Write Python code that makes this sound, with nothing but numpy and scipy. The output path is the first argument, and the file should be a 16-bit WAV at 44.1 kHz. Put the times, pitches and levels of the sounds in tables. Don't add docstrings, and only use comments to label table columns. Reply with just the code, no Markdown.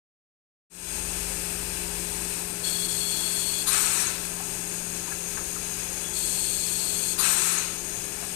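import sys
import numpy as np
from scipy import signal
from scipy.fft import rfft, irfft, next_fast_len
from scipy.io import wavfile
from scipy.ndimage import uniform_filter1d

SR = 44100
rng = np.random.default_rng(int(sys.argv[2]) if len(sys.argv) > 2 else 0)


def master(y):
    cut = np.clip(np.atleast_2d(y).T, -1, 1)
    pcm = np.round(cut * 32767)
    wavfile.write(sys.argv[1], SR, pcm.astype(np.int16))


N = 368235
TIME = np.arange(N) / SR
FFT_SIZE = next_fast_len(N, True)
FREQ = np.maximum(np.fft.rfftfreq(FFT_SIZE, 1 / SR), 1)

# start/s, end/s, opening time/s, overshoot/share of the flow,
# jet base level/dB, low pipe level/dB, high pipes level/dB, nozzle tones level/dB
REFILLS = [(2.63, 3.66, 0.025, 0.3, -35, -43, -38.5, -41),
           (6.118, 7.167, 0.052, 0.053, -33.3, -51, -42, -42)]
# f/Hz, level/dB
REFILL_SHAPE = [(1200, -28), (2000, -18), (3000, -7.5), (4500, -1.5), (5800, -7.5), (7000, -12), (8600, 6),
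                (9800, -5), (11500, -0.5), (13500, -6), (14400, -7)]
# f/Hz, width/Hz, level/dB
PIPE_RINGS = [(3368, 47, 2.5), (4338, 115, 3), (4980, 70, -18), (5550, 45, -11)]
# f/Hz, width/Hz, level/dB
NOZZLE_RINGS = [(6500, 280, -4.5), (7395, 130, 2.5), (7830, 200, 0), (8440, 170, -5), (8840, 390, 0.5)]
# f/Hz, width/Hz, level/dB
PURE_NOZZLE_RINGS = [(7096, 20, 0), (8215, 50, -4)]
# t/s, base levels of the spit/dB, jet/dB, outlet rush/dB
# and whistles/dB, whistle pitch/ratio
PUFFS = [(3.688, -25, -26, -31.5, -35.5, 1.008), (7.203, -25.5, -25.5, -31, -31.5, .995)]
# f/Hz, width/Hz, level/dB
SPIT_RINGS = [(6700, 170, -1.5), (8900, 900, -11), (9900, 1300, -0.5), (11150, 940, -9)]
# f/Hz, width/Hz, level/dB
VALVE_RINGS = [(1233, 280, 6), (3900, 540, 3), (4650, 520, -1)]
# f/Hz, level/dB
PUFF_SHAPE = [(4500, -24), (5700, -8), (6500, -5.5), (7200, -4), (8000, 2), (8800, 2), (10000, -10),
              (12000, -11.5), (14400, -31)]
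# f/Hz, level/dB
OUTLET_SHAPE = [(300, -14), (700, -8), (1000, -0.5), (1300, 3), (1950, -1.5), (2550, 1.5), (3200, -4),
                (4200, 2), (5000, -8.5), (7000, -17.5)]
# f/Hz, width/Hz, level/dB
OUTLET_RINGS = [(1280, 230, -4), (2550, 180, 2), (5500, 400, -4), (6650, 220, -3)]
# t after opening/s, length/s, base f/Hz, relative level/dB
WHISTLES = [(.118, 0.019, 12950, -1), (0.267, .024, 11150, -4), (.333, .015, 10920, 0.5),
            (0.392, .015, 6500, 1)]
# t/s, length/s, f/Hz, level/dB
LOW_WHISTLE = (4, .021, 5898.5, -35)
# f/Hz, level/dB
LEAK_SHAPE = [(290, -44), (500, -14), (806, -7), (1200, -9), (1630, -9.5), (1900, -10.5), (2660, -10),
              (3200, -14.5), (3790, -12.5), (4120, -10.5), (4680, -9.5), (5090, -9.5), (7130, -6),
              (8680, 0.5), (14400, -13.5)]
# f/Hz, width/Hz, level/dB
HOLLOW_PEAKS = [(1654, 170, -3.5), (2530, 340, 4), (3386, 70, 0), (4020, 100, -2.5), (5040, 290, -3.5)]
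# f/Hz, width/Hz, level/dB
LEAK_RINGS = [(6280, 68, -3.5), (6550, 110, 0.5), (6720, 88, -1)]
# t/s, f/Hz, level/dB
TAPS = [(1.095, 806, -45), (4.4, 836, -40), (5.075, 994, -44), (5.117, 1630, -40), (5.371, 1620, -41.5),
        (5.373, 1230, -44), (5.558, 1286, -42), (8.225, 720, -41)]
# f/Hz, base level/dB, wobble/dB
HUM_TONES = [(120, -63.5, 2.5), (175.3, -48.5, 1.5), (350.6, -58, 1.5), (409.2, -51.5, 0.9),
             (526.4, -66, 2), (877, -64, 3)]
# f/Hz, level/dB
DRONE_TONES = [(50, -60), (73.5, -61.5)]
# start/s, end/s, lower rise/dB, upper rise/dB, upper sag/(dB per s)
DRONE_SWELLS = [(.55, 2.6, 15, 18, 7), (5.0, 6.9, 7.5, 1, 0)]
# f/Hz, level/dB
ROOM_SHAPE = [(20, -1), (40, -0.5), (70, 2), (95, 0), (120, 1.5), (145, -3.5), (200, 0), (280, -1),
              (340, 3), (420, -3), (520, -4), (900, -10), (2000, -20)]
# t/s, distance/m
MIC_PATH = [(1.0, 0.25), (1.3, 0.23), (1.55, .2), (2.2, 0.18), (3.2, 0.23), (4.3, .24), (4.8, 0.27),
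            (5.4, 0.28), (7.8, 0.31), (8.35, 0.38)]
# f/Hz, drop/dB
MUFFLING = [(60, 11), (190, 9.5), (380, 20), (700, 17.5), (1300, 25), (2400, 24), (4400, 31), (6500, 37),
            (8200, 42), (11000, 34), (14500, 34)]


def refills(nozzle_db=-2, jet_db=-2.5, close_s=0.042, settle_s=0.071, flicker_db=0.06, seep_db=-46.5):
    jet = gain(jet_db) * noise(shape(REFILL_SHAPE)) + gain(nozzle_db) * ring(NOZZLE_RINGS, order=2)
    low_pipe, high_pipes = ring(PIPE_RINGS[:1]), ring(PIPE_RINGS[1:], order=2)
    tones = ring(PURE_NOZZLE_RINGS)
    dropout = bump(2.876, length_s=0.005)
    flow = gain(flicker_db * wander(33)) * (1 - dropout)
    out = 0
    for start, end, opening, overshoot, db, low_db, high_db, tones_db in REFILLS:
        surge = 1 + overshoot * (1 - ramp(start + opening, settle_s))
        pipes = gain(low_db) * low_pipe + gain(high_db) * high_pipes
        sound = gain(db) * jet + pipes + gain(tones_db) * tones
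        out += gate(start, end, opening, close_s) * surge * sound
    seep = gain(seep_db) * bump(6.07, length_s=0.035) * low_pipe
    return flow * out + seep


def spits(length_s=0.02, lead_s=0.03, snap_s=0.016, body_db=-5):
    spit = ring(SPIT_RINGS) + gain(body_db) * ring(VALVE_RINGS)
    return spit * sum(gain(db) * ramp(t - lead_s, snap_s) * bump(t, length_s) for t, db, *_ in PUFFS)


def puffs(rings_db=-4.5, sizzle_db=-16, surge_db=3, surge_s=0.087, rush_db=-2, sputter_db=0.6):
    delay_s, lift_s, hold_s, close_s = 0.011, 0.028, 0.31, 0.17
    linger_s, drain_s = 0.14, 0.28
    jet_sag_db_per_s, rush_sag_db_per_s = 13.5, 9
    jet = noise(shape(PUFF_SHAPE)) + gain(sizzle_db) * ring([(12900, 2000, 0)])
    rush = noise(shape(OUTLET_SHAPE)) + gain(rings_db) * ring(OUTLET_RINGS)
    out = 0
    for t, _, jet_db, outlet_db, *_ in PUFFS:
        lift = t + delay_s
        shut = lift + hold_s + close_s
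        age = np.maximum(TIME - lift, 0)
        jet_gain = gain(jet_db - jet_sag_db_per_s * age)
        extra_db = surge_db * (1 - ramp(lift + lift_s, surge_s))
        rush_gain = gain(outlet_db + rush_db + extra_db - rush_sag_db_per_s * age)
        out += gate(lift, shut, lift_s, close_s) * jet_gain * jet
        out += gate(lift, shut + linger_s, lift_s, drain_s) * rush_gain * rush
    return out * gain(sputter_db * wander(120))


def whistles(waver_hz=120, rough_db=4, sink_share=0.015):
    waver = waver_hz * wander(900)
    roughness = normalize(gain(rough_db * wander(400)))
    notes = [(t + delay, length, hz * pitch, db + puff_db)
             for t, *_, puff_db, pitch in PUFFS for delay, length, hz, db in WHISTLES]
    out = 0
    for t, length, hz, db in notes + [LOW_WHISTLE]:
        falling_hz = hz * (1 - sink_share * (TIME - t) / length)
        out += gain(db) * bump(t, length) * tone(falling_hz + waver)
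    return roughness * out


def leak(hiss_db=-37, hollow_db=-46.5, beam_db=-41, off_beam_db=-51, upper_db=-45, flicker_db=0.54):
    beam_m, beam_width_m = 0.306, 0.051
    in_beam = np.exp(-0.5 * ((mic_distance() - beam_m) / beam_width_m) ** 2)
    hiss = gain(hiss_db + nearness_db(share=0.24) + 0.8 * wander(1.91)) * noise(shape(LEAK_SHAPE))
    hollow = gain(hollow_db + 1.2 * wander(3)) * ring(HOLLOW_PEAKS)
    breathy = np.hypot(gain(beam_db) * in_beam, gain(off_beam_db)) * ring(LEAK_RINGS)
    upper = gain(upper_db + 2.5 * wander(2)) * ring([(8350, 510, 0)])
    return (hiss + hollow + breathy + upper) * gain(flicker_db * wander(14))


def taps(blur_hz=70, decay_s=0.14, attack_s=0.0017, scuff_db=-2):
    blur = blur_hz * wander(250)
    scuff = gain(scuff_db) * ring([(1210, 930, 0)], order=2)
    out = 0
    for t, hz, db in TAPS:
        fade_db = -60 * np.clip((TIME - t) / decay_s, 0, 2)
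        out += gain(db + fade_db) * ramp(t, attack_s) * (tone(hz + blur) + scuff)
    return out


def motors(speed_wobble=0.00153, drone_wobble_db=1.3, swell_s=0.42):
    speed = 1 + speed_wobble * wander(6)
    hum = sum(gain(db + wobble_db * wander(7)) * tone(hz * speed) for hz, db, wobble_db in HUM_TONES)
    lower_db = upper_db = 0
    for start, end, lower_rise, upper_rise, sag in DRONE_SWELLS:
        swell = gate(start, end, swell_s, swell_s)
        lower_db += swell * lower_rise
        upper_db += swell * (upper_rise - sag * (TIME - start))
    drone = sum(gain(db + swell_db + drone_wobble_db * wander(3.6)) * tone(hz * speed)
                for (hz, db), swell_db in zip(DRONE_TONES, (lower_db, upper_db)))
    return gain(nearness_db(share=0.52)) * hum + drone


def rustle_and_rumble(rustle_db=-61, rumble_db=-58):
    rustle = sum(normalize(gain(3.5 * wander(22))) * ring([(hz, hz / 2, 0)], order=2)
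                 for hz in (800, 1500))
    rumble = normalize(gain(4 * wander(4))) * ring([(27, 14, 0)])
    return gain(rustle_db) * rustle + gain(rumble_db) * rumble


def wall_echoes(sound, decay_s=0.24):
    age = TIME[:SR // 2]
    tail = rng.standard_normal(len(age)) * gain(-60 * age / decay_s)
    return signal.fftconvolve(sound, tail / np.sqrt(np.sum(tail ** 2)))[:N]


def panel_echoes(sound, delay_s=0.001196, slap_gain=0.028, scatter_gain=0.3):
    slap = np.interp(TIME - delay_s, TIME, sound)
    return slap_gain * slap + scatter_gain * wall_echoes(sound, decay_s=0.12)


def mic_distance():
    return np.interp(TIME, *np.transpose(MIC_PATH))


def nearness_db(share, reference_m=0.3):
    return share * 20 * np.log10(reference_m / mic_distance())


def gain(db):
    return 10 ** (np.asarray(db) / 20)


def normalize(x):
    return x / np.sqrt(np.mean(x ** 2))


def shape(points):
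    hz, db = np.transpose(points)
    return gain(np.interp(np.log(FREQ), np.log(hz), db))


def noise(gains):
    return normalize(irfft(rfft(rng.standard_normal(FFT_SIZE)) * gains, FFT_SIZE)[:N])


def ring(peaks, order=1):
    power = sum(gain(db) ** 2 / (1 + ((FREQ - hz * hz / FREQ) / width) ** 2) ** order
                for hz, width, db in peaks)
    return noise(np.sqrt(power))


def wander(rate):
    step = max(int(SR / rate), 1)
    stairs = np.repeat(rng.standard_normal(N // step + 1), step)
    return 1.183 * uniform_filter1d(stairs, step)[:N]


def ramp(start, length):
    return np.clip((TIME - start) / length, 0, 1)


def gate(start, end, attack, release):
    return ramp(start, attack) * (1 - ramp(end - release, release))


def bump(t, length_s):
    return np.exp(-0.5 * ((TIME - t) / length_s) ** 2)


def tone(hz):
    return np.sqrt(2) * np.sin(2 * np.pi * (np.cumsum(hz) / SR + rng.random()))


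def scene(room_db=-45, direct_db=-13, echo_db=1, shared_below_hz=300):
    gas_and_taps = leak() + refills() + spits() + puffs() + whistles() + taps()
    sources = gas_and_taps + rustle_and_rumble()
    hum = motors()
    air, other_air = (gain(room_db) * noise(shape(ROOM_SHAPE)) for _ in range(2))
    left = rfft(sources + panel_echoes(sources) + hum + air, FFT_SIZE)
    shared = 1 / np.sqrt(1 + (FREQ / shared_below_hz) ** 2)
    right_air = shared * rfft(air, FFT_SIZE) + np.sqrt(1 - shared ** 2) * rfft(other_air, FFT_SIZE)
    right_sources = gain(direct_db) * sources + gain(echo_db) * wall_echoes(sources)
    muffle = 1 / shape(MUFFLING)
    right = (rfft(right_sources + hum, FFT_SIZE) + right_air) * muffle
    average_gain = (1 + muffle) / 2
    return irfft(np.array([left, right]) / average_gain, FFT_SIZE)[:, :N]


def record(dry, hiss_db=-58, lift_hz=14400, lift_width_hz=350, lift_db=4, top_hz=14520):
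    fade_start_s, fade_s, fade_curve = 0.698, 0.28, 0.92
    lift = gain(lift_db / (1 + (2 * (FREQ - lift_hz) / lift_width_hz) ** 2))
    sound = irfft(rfft(dry, FFT_SIZE) * lift, FFT_SIZE)[:, :N]
    sound += gain(hiss_db) * rng.standard_normal(dry.shape)
    sound *= ramp(fade_start_s, fade_s) ** fade_curve
    return signal.sosfilt(signal.ellip(14, 0.1, 80, top_hz, fs=SR, output="sos"), sound)


dry = scene()
out = record(dry)
master(out)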